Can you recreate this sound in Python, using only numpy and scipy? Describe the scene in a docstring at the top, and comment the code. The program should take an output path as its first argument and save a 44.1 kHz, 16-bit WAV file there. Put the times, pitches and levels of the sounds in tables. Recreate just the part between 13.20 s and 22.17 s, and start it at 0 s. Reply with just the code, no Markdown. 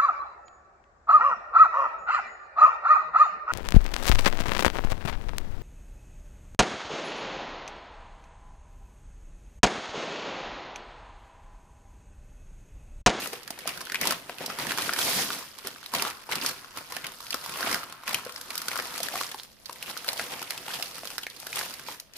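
"""Crackling paper and foil: hands turn a paper bag, slide a foil-wrapped loaf out and peel the foil open.
Big creases snap singly: noise and a jolt ring a panel while the edge cracks.
Small creases come in clumps as a rustle: random clicks ring banks of resonators.
A hollow hum and a gliding finger rub, both foil, join in a small room with short echoes and a faint hush.
Two microphone ports a few centimetres apart hear each crease with its own lag and balance."""
import sys
import numpy as np
from scipy import signal
from scipy.fft import rfft, irfft
from scipy.io import wavfile

SR = 44100
rng = np.random.default_rng(int(sys.argv[2]) if len(sys.argv) > 2 else 0)


def put_to_file(sound):
    """Save the sound as 16-bit audio at rate SR, in the file named by the first command-line argument."""
    columns = np.atleast_2d(sound).T  # one column per channel
    safe = np.clip(columns, -1, 1)
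    whole_steps = np.round(safe * 32767)
    wavfile.write(sys.argv[1], SR, whole_steps.astype(np.int16))


N = 395577

# Faint hush of the room: hz, level_db (relative, per Hz)
ROOM_TONE = [(15, -35), (25, 10), (48, 6), (185, 5.5), (354, -3), (659, -1), (863, -17), (16000, -15)]
ROOM_TONE_DB = -58   # rms ahead of the microphone
ROOM_T60_S, ROOM_TREBLE_T60_S = .36, .33   # time for the echoes to fall 60 dB
ROOM_DB = -9.5   # echo gain on the mean of the two ports

# Colour of the microphone: hz, level_db
MICROPHONE = [(20, -4.5), (5000, 0.5), (7500, -8.5), (11000, -4), (15000, -9), (16000, -31), (20000, -15)]
# Colour difference of the ports: hz, left_minus_right_db
PORT_BALANCE = [(60, -2), (700, 1), (1300, 1.5), (2400, 2), (4400, -6.5), (7000, 0.5), (15000, 1)]
CUTOFF_HZ = 16800   # edge of the stopband
PORT_LAG_S = .00012   # spread of a small crease's lag between the ports
LAG_S_PER_DB = .00002   # a big crease reaches the louder port earlier

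# Finger rubbing along the foil: start_s, pitch_hz, level_db (the wavering adds about 5 dB)
RUB = [(5.86, 564, -58), (5.916, 618.5, -53), (5.965, 753, -48), (6.0, 865, -70)]
RUB_WIDTH_HZ = 57   # how fast the tone wavers

# Light handling under everything: start_s, body_db, treble_db (rustle drive, ahead of layer trims)
TOUCH = [(0, -47, -51), (0.299, -48, -58), (.75, -43.5, -49.5), (1.1, -48, -54.5), (1.4, -40.5, -47),
         (2.151, -34, -35), (2.33, -49, -50.5), (3.5, -50.5, -51.5), (4.0, -52, -47.5), (4.439, -32, -36),
         (4.75, -50, -55), (5.15, -50.5, -48), (5.5, -38.5, -40.5), (6.05, -40, -40.5), (6.37, -61, -62),
         (6.65, -40, -44), (7.3, -38.5, -44), (7.899, -43, -44), (8.129, -51.5, -52.5),
         (8.381, -35.5, -35.5), (8.64, -44.5, -48.5), (8.89, -63, -100), (8.97, -44.5, -39.5)]
# A hand squeezes, pulls or folds: start_s, length_s, body_db (drive), treble_db (against the body)
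GRIPS = [(0, 0.046, -33.5, -4), (0.126, 0.011, -38.5, -5), (0.393, 0.012, -44, -7),
         (0.479, 0.0079, -32.5, -8), (0.548, 0.02, -45.5, -3.5), (0.82, 0.09, -28.5, -8.5),
         (1.093, 0.015, -44, -7.5), (1.206, 0.023, -36, -9.5), (1.298, 0.011, -36.5, -7.5),
         (1.398, 0.03, -30, -9), (1.496, 0.015, -31, -5.5), (1.592, 0.085, -32.5, -3.5),
         (1.789, 0.23, -29.5, 0.5), (2.115, 0.015, -45, -4), (2.45, 0.015, -35.5, -7),
         (2.745, 0.11, -28.5, -6.5), (3.111, 0.061, -33, -7.5), (3.227, 0.059, -31.5, -1.5),
         (3.568, 0.017, -40, -3), (3.703, 0.079, -40.5, -4.5), (3.848, 0.016, -37, -18),
         (4.441, 0.13, -31.5, -5), (4.885, 0.016, -32.5, -6), (4.946, 0.011, -32.5, -4.5),
         (5.044, 0.056, -42.5, -8), (5.517, 0.029, -36, -4), (5.839, 0.01, -35, -2.5),
         (5.924, 0.03, -35, -3), (6.008, 0.016, -36, 0), (6.882, 0.02, -36, -5), (6.992, 0.028, -32.5, -3),
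         (7.102, 0.035, -33, -6.5), (7.505, 0.068, -34.5, -4), (7.632, 0.022, -39, 0),
         (8.361, 0.03, -33.5, -9.5), (8.67, 0.043, -36.5, -2)]
GRIP_DB_PER_S, LET_GO_DB_PER_S = 610, 207   # how fast a grip builds, and how fast the sheets settle after it

# The loaf slides out of the bag, rubbing evenly: start_s, share (0-1; end values hold outside the table)
SLIDE = [(1.76, 1), (1.81, 0.87), (2.05, 1), (2.09, 0.2)]
# Low flapping of the whole bag: start_s, level_db (against the body drive)
FLAP = [(0, -9), (1.5, -10.5), (2.2, -12.5), (3, -12.5), (4, -11), (6.5, -14.5), (9, -15)]
# Hum of the hollow foil tube: start_s, level_db (against a body drive of -45 dB)
TUBE = [(0, -19), (2.75, -13), (3.0, -5), (3.9, -5), (4.5, -3), (5.6, -4), (6.3, -22), (9, -22)]
# Whole-sheet motion: hz, level_db (relative)
SHEET = [(45, -24), (90, -4), (170, 4), (340, 4)]
# Panels of the sheets: hz, level_db (relative)
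BODY = [(400, -7), (600, -1.5), (1000, -4), (1600, -6), (2300, -2), (3200, -4.5)]
# Sharp crease edges: hz, level_db (relative)
TREBLE = [(3200, -10), (4800, -9.5), (7500, -5.5), (11500, -9), (15000, -6)]

# Big single snaps: start_s, level_db (panel peak, ahead of SNAP_TRIM_DB), pitch_hz (panel),
# crack_db (about the crack's rms, against the panel's peak), pan_db (left minus right)
SNAPS = [(0.058, -19, 1020, -11, 5), (0.072, -28.5, 440, 7, -3.5), (0.13, -22.5, 444, 0.5, 2),
         (0.231, -29, 4850, -6, -4), (0.276, -24.5, 1510, -3.5, -3), (0.304, -21, 715, 0.5, -2.5),
         (0.388, -25.5, 1890, -1.5, 0), (0.405, -32, 2830, -14, 0), (0.455, -23, 650, -28, 2),
         (0.474, -15.5, 1230, -0.5, -2), (0.49, -21.5, 2350, -3, -4), (0.574, -22, 1510, -9, -6),
         (0.606, -24.5, 1150, -5, 2), (0.613, -19.5, 4840, -8, -2), (0.651, -38, 2800, 8, -0.5),
         (0.669, -24, 1400, -15, -2), (0.697, -18, 1660, -17, 2), (0.719, -14, 1430, -8.5, -2),
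         (0.7435, -11.5, 1900, -10, 4), (0.755, -9.5, 2300, -21, 2), (0.812, -12.5, 2090, -2, 4),
         (0.831, -14, 1900, -15, -1.0), (0.853, -16, 940, -4, -1), (0.871, -12, 800, 0, 5.5),
         (0.907, -10, 1260, -3.5, 3), (0.921, -12, 1040, -7, 3), (1.094, -16, 680, -17, 2),
         (1.183, -21, 2570, -10, -2.5), (1.206, -23.5, 555, -26, 6), (1.239, -23, 820, -20, -3),
         (1.26, -15.5, 5170, -3.5, -1.5), (1.279, -24, 745, -25, -1), (1.299, -14.5, 1360, -23, -2),
         (1.386, -16, 990, -8, -1), (1.397, -15.5, 4200, -11, -2), (1.453, -20.5, 810, -28, -1.5),
         (1.467, -15, 1730, -6, -7), (1.507, -11.5, 1520, -21, -5), (1.518, -10, 1550, -10, -1.5),
         (1.574, -17, 1240, -6, 0), (1.583, -11, 1160, -7, -3), (1.59, -18, 3500, -15, 2),
         (1.62, -14, 3920, -9, 4), (1.678, -22.5, 438, -25, 0), (1.6915, -8.5, 1350, -37, 3.5),
         (1.734, -12, 1510, -6.5, -5), (1.761, -16, 1560, -9, 3), (1.788, -13, 1260, -4, -4),
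         (1.814, -10.5, 3400, -24, 1), (2.103, -8.5, 1270, -20, 0), (2.224, -27, 1020, -13, -2),
         (2.385, -29.5, 1070, -2, -10), (2.445, -30, 407, -22, 1), (2.47, -19.5, 1260, -2, 1),
         (2.559, -27.5, 1250, -26, -5), (2.628, -27.5, 1160, -22, 2), (2.66, -18, 3850, -12, 3),
         (2.736, -13, 985, -5.5, -1), (2.748, -12.5, 3860, -6, 7.5), (2.783, -16, 3630, -18, -2),
         (2.795, -12.5, 2540, -21, 1), (2.821, -12.5, 980, -4, -3), (2.849, -12, 1140, -19, 2),
         (2.866, -17, 990, -26, 6), (2.9, -24, 980, -1.5, 1), (2.907, -20, 1960, -13, -3),
         (3.09, -20.5, 914, -32, 2), (3.113, -17, 1390, -8, 4), (3.122, -14, 3930, -14, 0),
         (3.154, -13, 3360, -5, 1.5), (3.2125, -17, 4470, -18, -9), (3.222, -20, 2480, -16, 0),
         (3.232, -31, 2200, -10, -8), (3.247, -13, 1310, -15, 4.5), (3.261, -4.5, 5070, -11, 2),
         (3.2915, -18.5, 4200, -15, -1), (3.444, -24.5, 1130, -24, 7), (3.572, -18, 1120, -8, -1),
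         (3.721, -21, 990, -5, 0), (3.765, -14.5, 1800, -9, -3.5), (3.842, -17.5, 1920, -16, -1.5),
         (3.866, -19.5, 3000, -4, -2.5), (4.003, -28, 1000, -4, -4), (4.066, -19.5, 4610, -20, 3),
         (4.105, -10, 4750, -17, 4), (4.128, -11.5, 2770, -20, -3.5), (4.142, -11, 1230, -7.5, 2.5),
         (4.26, -20, 920, -5, 0), (4.357, -20, 1070, -20, 1), (4.406, -17, 640, -5, 0),
         (4.428, -24, 1230, -21, -2), (4.47, -15.5, 745, -30, 2), (4.493, -16, 1370, -9, -7),
         (4.512, -17.5, 1700, 0, -2.5), (4.543, -9.5, 1390, -8.5, -3.5), (4.631, -23, 1250, -35, -6),
         (4.723, -26.5, 960, -5, -1.5), (4.834, -25, 970, -13, -1), (4.877, -13, 1600, -10.5, -2.5),
         (4.891, -21.5, 990, 0, 8), (4.929, -19.5, 725, -4, -1), (4.9435, -2.5, 2680, -11, 3),
         (5.049, -34, 5500, 3, -3.5), (5.063, -20, 520, -20, 2), (5.093, -22, 1160, -14, 4),
         (5.121, -32, 4850, 3, 5.5), (5.16, -15.5, 4570, -27, 6.5), (5.211, -31, 1280, 4.5, 1),
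         (5.304, -19.5, 2000, -6, -2.5), (5.353, -21.5, 1250, 1.5, 1), (5.377, -17.5, 4940, -1, 3),
         (5.416, -23.5, 1320, 1, 1), (5.482, -15.5, 1450, 1, -2), (5.514, -18, 1820, -24, 5),
         (5.53, -19, 1400, -10, 4), (5.556, -14.5, 1230, -8, 5.5), (5.574, -22, 5800, 1, 4),
         (5.589, -12.5, 1270, -35, 9), (5.597, -16, 1810, -36, -6), (5.621, -25, 1530, -5, 0),
         (5.733, -37, 3560, -15, 0), (5.753, -22, 1340, -28, 4), (5.778, -24.5, 770, 0, 2),
         (5.802, -19, 600, -3, 2), (5.83, -25, 4700, 9, -0.5), (5.866, -27, 2200, -18, 0),
         (5.884, -16.5, 1790, -9, 5.5), (5.937, -18, 644, -12, 3), (5.955, -13, 1080, -10, 2),
         (6.0, -25, 4570, -10, -4), (6.01, -12, 1090, -8, 1.5), (6.065, -19, 5800, -18, -1.5),
         (6.114, -20, 3480, -12, 3), (6.143, -19, 824, -16, -1), (6.197, -21.5, 3820, -24, -1.5),
         (6.232, -25.5, 5150, -6, -1.5), (6.457, -21, 4400, -13, -6), (6.494, -20, 935, -13, 1),
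         (6.527, -37.5, 2500, 8, 7), (6.625, -16.5, 2560, -8, 1.5), (6.701, -26, 710, -4, -3.5),
         (6.766, -20, 1350, -15, 2), (6.773, -17, 5150, -8, -2), (6.844, -25, 1300, -3, 2),
         (6.872, -24, 4290, -8, -1), (6.887, -3.5, 4180, -28, 5), (6.93, -20.5, 764, -3, -1),
         (6.976, -19, 5000, -8, -1), (6.994, -11.5, 1440, -16, -1), (7.032, -27, 4200, -15, 1),
         (7.137, -18, 2400, -20, 2), (7.192, -24, 5500, -8, -1), (7.216, -22, 870, -7, 0),
         (7.226, -22.5, 1270, -2.5, -3), (7.3, -23, 5040, -8, -3), (7.305, -14.5, 2020, -5, -3),
         (7.376, -20, 2580, -6, 1), (7.479, -21.5, 870, -17, 1), (7.504, -20, 1350, -17, 5),
         (7.624, -14.5, 2520, -5.5, -3.5), (7.655, -30, 2700, -12, -3), (7.754, -28, 4460, -3, -2),
         (7.781, -24, 1230, -12, 1), (7.853, -26, 1190, -1, 0), (7.872, -22, 3300, -4.5, -3),
         (7.902, -25, 990, -4, 1), (7.98, -15, 1480, -3.5, -3), (7.988, -22, 1530, -18, 5),
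         (8.032, -19, 3160, -16, 4), (8.066, -11.5, 1970, -19, -1.5), (8.099, -29, 4400, -4, -3),
         (8.163, -24, 4200, -11, -2), (8.199, -26, 4800, -3, 4), (8.267, -21.5, 1540, -0.5, 1),
         (8.328, -17, 2440, -12, -2), (8.357, -17, 3200, -4, 5.5), (8.389, -21.5, 1440, 3, -3.5),
         (8.411, -14.5, 1250, -14, 0), (8.462, -27, 945, -23, -1.5), (8.486, -25, 3500, -19, -7),
         (8.538, -29, 5050, 2, -4.5), (8.594, -25, 1390, -7, -1), (8.684, -18, 820, -19, 1),
         (8.798, -29.5, 5540, 2.5, 3.5), (8.935, -24.5, 4900, -15, 6)]
SNAP_TRIM_DB = -4.0
CRACK_CREST_DB = 14   # lifts crack_db to a peak level
KICK = 1.12   # jolt against the noise of the yielding panel
# Small snaps: level above the body drive, its largest deviation either way, and crack_db as above
SMALL_SNAP_DB, SMALL_SNAP_SPREAD_DB, SMALL_CRACK_DB = 19, 3, -19


def from_db(db):
    """Decibels to gain."""
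    return 10 ** (np.asarray(db) / 20)


def rms_one(x):
    """Scales to rms 1."""
    return x / np.sqrt(np.mean(x ** 2) + 1e-20)


def peak_one(x):
    """Scales to peak 1."""
    return x / abs(x).max()


def at_hz(points, hz):
    """Reads a (hz, value) outline on a log-frequency axis."""
    point_hz, values = np.transpose(points)
    return np.interp(np.log(hz), np.log(point_hz), values)


def shaped(x, points, share=1):
    """Colours x by a share of a (hz, level_db) outline."""
    hz = np.maximum(np.arange(N // 2 + 1) * SR / N, 1)
    return irfft(rfft(x) * from_db(share * at_hz(points, hz)), N)


def drift(rate_hz):
    """Slow random wander of spread 1: noise at every 40th sample through two one-pole low-passes."""
    r = np.exp(-80 * np.pi * rate_hz / SR)
    noise = rng.standard_normal(N // 40 + 2002)
    slow = signal.lfilter([1], [1, -2 * r, r * r], noise)[2000:]   # drops the run-in
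    return np.interp(np.arange(N) / 40, np.arange(len(slow)), rms_one(slow))


def ring(clicks, hz, cycles):
    """A resonator falls 60 dB in the given cycles; a unit click gives unit energy at every pitch."""
    r = from_db(-60 * hz / (cycles * SR))
    w = 2 * np.pi * hz / SR
    gain = np.sqrt(1 - r * r)
    return signal.lfilter([gain, 0, -gain], [1, -2 * r * np.cos(w), r * r], clicks + 1e-18)


def room_tone():
    """A faint steady hush: coloured noise, partly alike at both ports."""
    noise = rng.standard_normal((2, N)) + 0.54 * rng.standard_normal(N)
    return from_db(ROOM_TONE_DB) * rms_one(shaped(noise, ROOM_TONE))


def room(x):
    """Dense echoes as dying noise after a short gap; treble dies first, bass is mostly alike at both ports."""
    t = np.arange(SR // 2) / SR
    shared, own = rng.standard_normal(len(t)), rng.standard_normal((2, len(t)))
    bass = signal.butter(1, 1200, fs=SR)
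    low = signal.lfilter(*bass, shared + 0.31 * own)
    high = own - signal.lfilter(*bass, own)
    echoes = low * from_db(-60 * t / ROOM_T60_S) + high * from_db(-60 * t / ROOM_TREBLE_T60_S)
    echoes = echoes * (t > .003) / np.sqrt(np.sum(echoes ** 2) / 2)
    mono = x.mean(axis=0)[None]
    return from_db(ROOM_DB) * signal.fftconvolve(mono, echoes, axes=1)[:, :N]


def rub():
    """A finger on foil: a hollow tone follows the pitch table, wavering in level and phase."""
    t = np.arange(N) / SR
    s, hz, level_db = np.transpose(RUB)
    phase = 2 * np.pi * np.cumsum(np.interp(t, s, hz)) / SR
    tone = (2 + drift(RUB_WIDTH_HZ)) * np.cos(phase) + drift(RUB_WIDTH_HZ) * np.sin(phase)
    return from_db(np.interp(t, s, level_db, left=-200, right=-200)) * tone


def handling():
    """Rustle drive in dB, body and treble: powers of the light touch and each grip's rise, hold and release."""
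    t = np.arange(0, N + 50, 50) / SR
    s, *columns = np.transpose(TOUCH)
    power = np.array([from_db(2 * np.interp(t, s, c)) for c in columns])
    for start_s, length_s, body_db, treble_db in GRIPS:
        rise_db = GRIP_DB_PER_S * np.maximum(start_s - t, 0)
        release_db = LET_GO_DB_PER_S * np.maximum(t - start_s - length_s, 0)
        grip_db = body_db - rise_db - release_db + np.array([[0], [treble_db]])
        power += from_db(2 * grip_db)
    return [np.interp(np.arange(N) / SR, t, 10 * np.log10(p)) for p in power]


def avalanches(per_s, fade_s):
    """One crease sets off its neighbours: sudden swells fade over a steady floor; rms 1."""
    starts = (rng.random(N) < per_s / SR) * np.minimum(rng.exponential(1, N), 2.5)
    swells = signal.lfilter([1], [1, -np.exp(-1 / (fade_s * SR))], starts)
    return rms_one(1.2 + swells)


def ring_bank(at, sizes, outline, cycles, count, patchy_db):
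    """Clicks (a time per port) are dealt to resonators spread in log pitch, each favoured now and then."""
    out = np.zeros((2, N))
    dealt = rng.integers(0, count, N)[at[1]]
    for k, hz in enumerate(np.geomspace(outline[0][0], outline[-1][0], count)):
        clicks = np.zeros((2, N))
        mine = dealt == k
        favour = from_db(patchy_db * drift(18.0))[at[1, mine]]
        for side in (0, 1):
            np.add.at(clicks[side], at[side, mine], sizes[side, mine] * favour)
        # log spacing leaves higher resonators a wider band to fill
        out += from_db(at_hz(outline, hz)) * np.sqrt(hz) * ring(clicks, hz, cycles)
    return rms_one(out)


def rustle(body_db, treble_db):
    """Clumps of small creases move the sheet and set panels, edges and the hollow foil tube ringing."""
    t = np.arange(N) / SR
    slide = np.clip(np.interp(t, *np.transpose(SLIDE)), 0, 1)
    # harder handling buckles more creases
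    per_s = np.clip(4000 * from_db(.4 * (treble_db + 45.5)), 2500, 14000)
    clumps = slide + (1 - slide) * avalanches(per_s=95.0, fade_s=0.0056)
    born = np.flatnonzero(rng.random(N) < per_s / SR)

    # rubbing is fine and even; denser creases are smaller
    size_db = (2.6 - 2.34 * slide) * np.minimum(rng.exponential(1, N), 5.0) + 4.4 * slide
    sizes = (from_db(size_db) * clumps * rng.choice([-1, 1], N) / np.sqrt(per_s))[born]

    # each crease has its own direction
    lag = np.round(rng.normal(0, PORT_LAG_S * SR, N)).astype(int)[born]
    at = np.clip(np.array([born + lag, born]), 0, N - 1)
    sizes = sizes * from_db(rng.normal(0, 3.3, N)[born] * np.array([[1], [-1]]))
    # large bodies answer many creases alike
    even = np.sign(sizes) * np.sqrt(abs(sizes) / np.sqrt(per_s[born]))

    flap_db = body_db + np.interp(t, *np.transpose(FLAP))
    sheet = from_db(flap_db) * ring_bank(at, even, SHEET, cycles=4.8, count=7, patchy_db=3.5)
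    body = from_db(body_db - 4.0) * ring_bank(at, sizes, BODY, cycles=9.8, count=18, patchy_db=3.5)
    edge_db = treble_db + 4.0 + 0.57 * slide
    edges = from_db(edge_db) * ring_bank(at, sizes, TREBLE, cycles=10.4, count=14, patchy_db=1.0)
    # the hum is steadier than the handling
    tube_db = -45 + .7 * (body_db + 45) + np.interp(t, *np.transpose(TUBE))
    tube_outline = [(1030, 0), (1380, 0)]
    tube = from_db(tube_db) * ring_bank(at, even, tube_outline, cycles=11.5, count=2, patchy_db=2.5)
    return sheet + body + edges + tube


def small_snaps(body_db, count):
    """Lesser creases give way at random moments, their level following the handling; rows as in SNAPS."""
    when, pitch, size, side = rng.random((count, 4)).T
    level_db = body_db[(when * (N - 1)).astype(int)] + SMALL_SNAP_DB
    level_db = level_db + SMALL_SNAP_SPREAD_DB * (2 * size - 1)
    pitch_hz = 600 * 8.0 ** pitch
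    crack_db = np.full(count, SMALL_CRACK_DB)
    return list(zip(when * N / SR, level_db, pitch_hz, crack_db, 8.9 * (side - .5)))


def snaps(rows):
    """A crease creaks, then gives way: the panel rings at its pitch, the edge cracks, nearby folds settle."""
    out = np.zeros((2, N + 2000))
    t = np.arange(1500) / SR
    sharp = signal.butter(2, 4500, "high", fs=SR, output="sos")
    since = np.maximum(t - .0015, 0)   # time after the fold gives way
    yielded = since > 0
    creak = 0.48 * t / 0.00091 * (since == 0)
    settling = 0.58 * np.exp(-since / 0.0057) * yielded
    fast = creak + settling + np.exp(-since / 0.0018) * yielded
    for start_s, level_db, hz, crack_db, pan_db in rows:
        noise = rng.standard_normal((3, len(t)))
        slow = creak + settling + np.exp(-since * hz / 1.7) * yielded   # large panels yield for longer
        blow = noise[0] * slow
        # the fold flips in one jolt
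        blow[np.argmax(yielded)] += KICK * np.sqrt(SR / hz) * np.sign(noise[0, 0])

        # two resonators in a row: the panel swells, then dies within a few cycles
        panel = peak_one(ring(ring(blow, hz, cycles=8.4), hz, cycles=2.33))
        harsh = min(from_db(crack_db + 18) + hz / 5000, 1)   # dull knocks on large panels stay purer
        panel = panel + 0.8 * harsh * peak_one(ring(blow, hz * rng.uniform(1.4, 1.56), cycles=1.5))
        panel = panel + 0.86 * peak_one(ring(blow, hz * rng.uniform(0.33, 0.76), cycles=1.68))
        crack = signal.sosfilt(sharp, noise[1:] * fast)   # the ports hear unlike edges
        sound = peak_one(panel) + from_db(crack_db + CRACK_CREST_DB) * peak_one(crack)

        lag = round(-LAG_S_PER_DB * SR * pan_db)   # shifts the left port only
        for side, sign in enumerate((1, -1)):
            i = max(round(start_s * SR) + lag * (1 - side), 0)
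            gain = from_db(level_db + SNAP_TRIM_DB + sign * pan_db / 2)
            out[side, i:i + len(t)] += gain * sound[side]
    return out[:, :N]


def scene():
    """Sheets, their echoes and the room tone."""
    body_db, treble_db = handling()
    rustling = rustle(body_db, treble_db)
    all_snaps = list(SNAPS) + small_snaps(body_db, count=10)
    sheets = rustling + snaps(all_snaps) + rub()
    return sheets + room(sheets) + room_tone()


def record(dry):
    """The microphone dips near 7 kHz, its ports differ in colour; a steep low-pass cuts the top."""
    dry = shaped(dry, MICROPHONE)
    ports = np.array([shaped(dry[0], PORT_BALANCE, .5), shaped(dry[1], PORT_BALANCE, -.5)])
    return signal.sosfilt(signal.cheby2(12, 70, CUTOFF_HZ, fs=SR, output="sos"), ports)


dry = scene()
out = record(dry)
put_to_file(out)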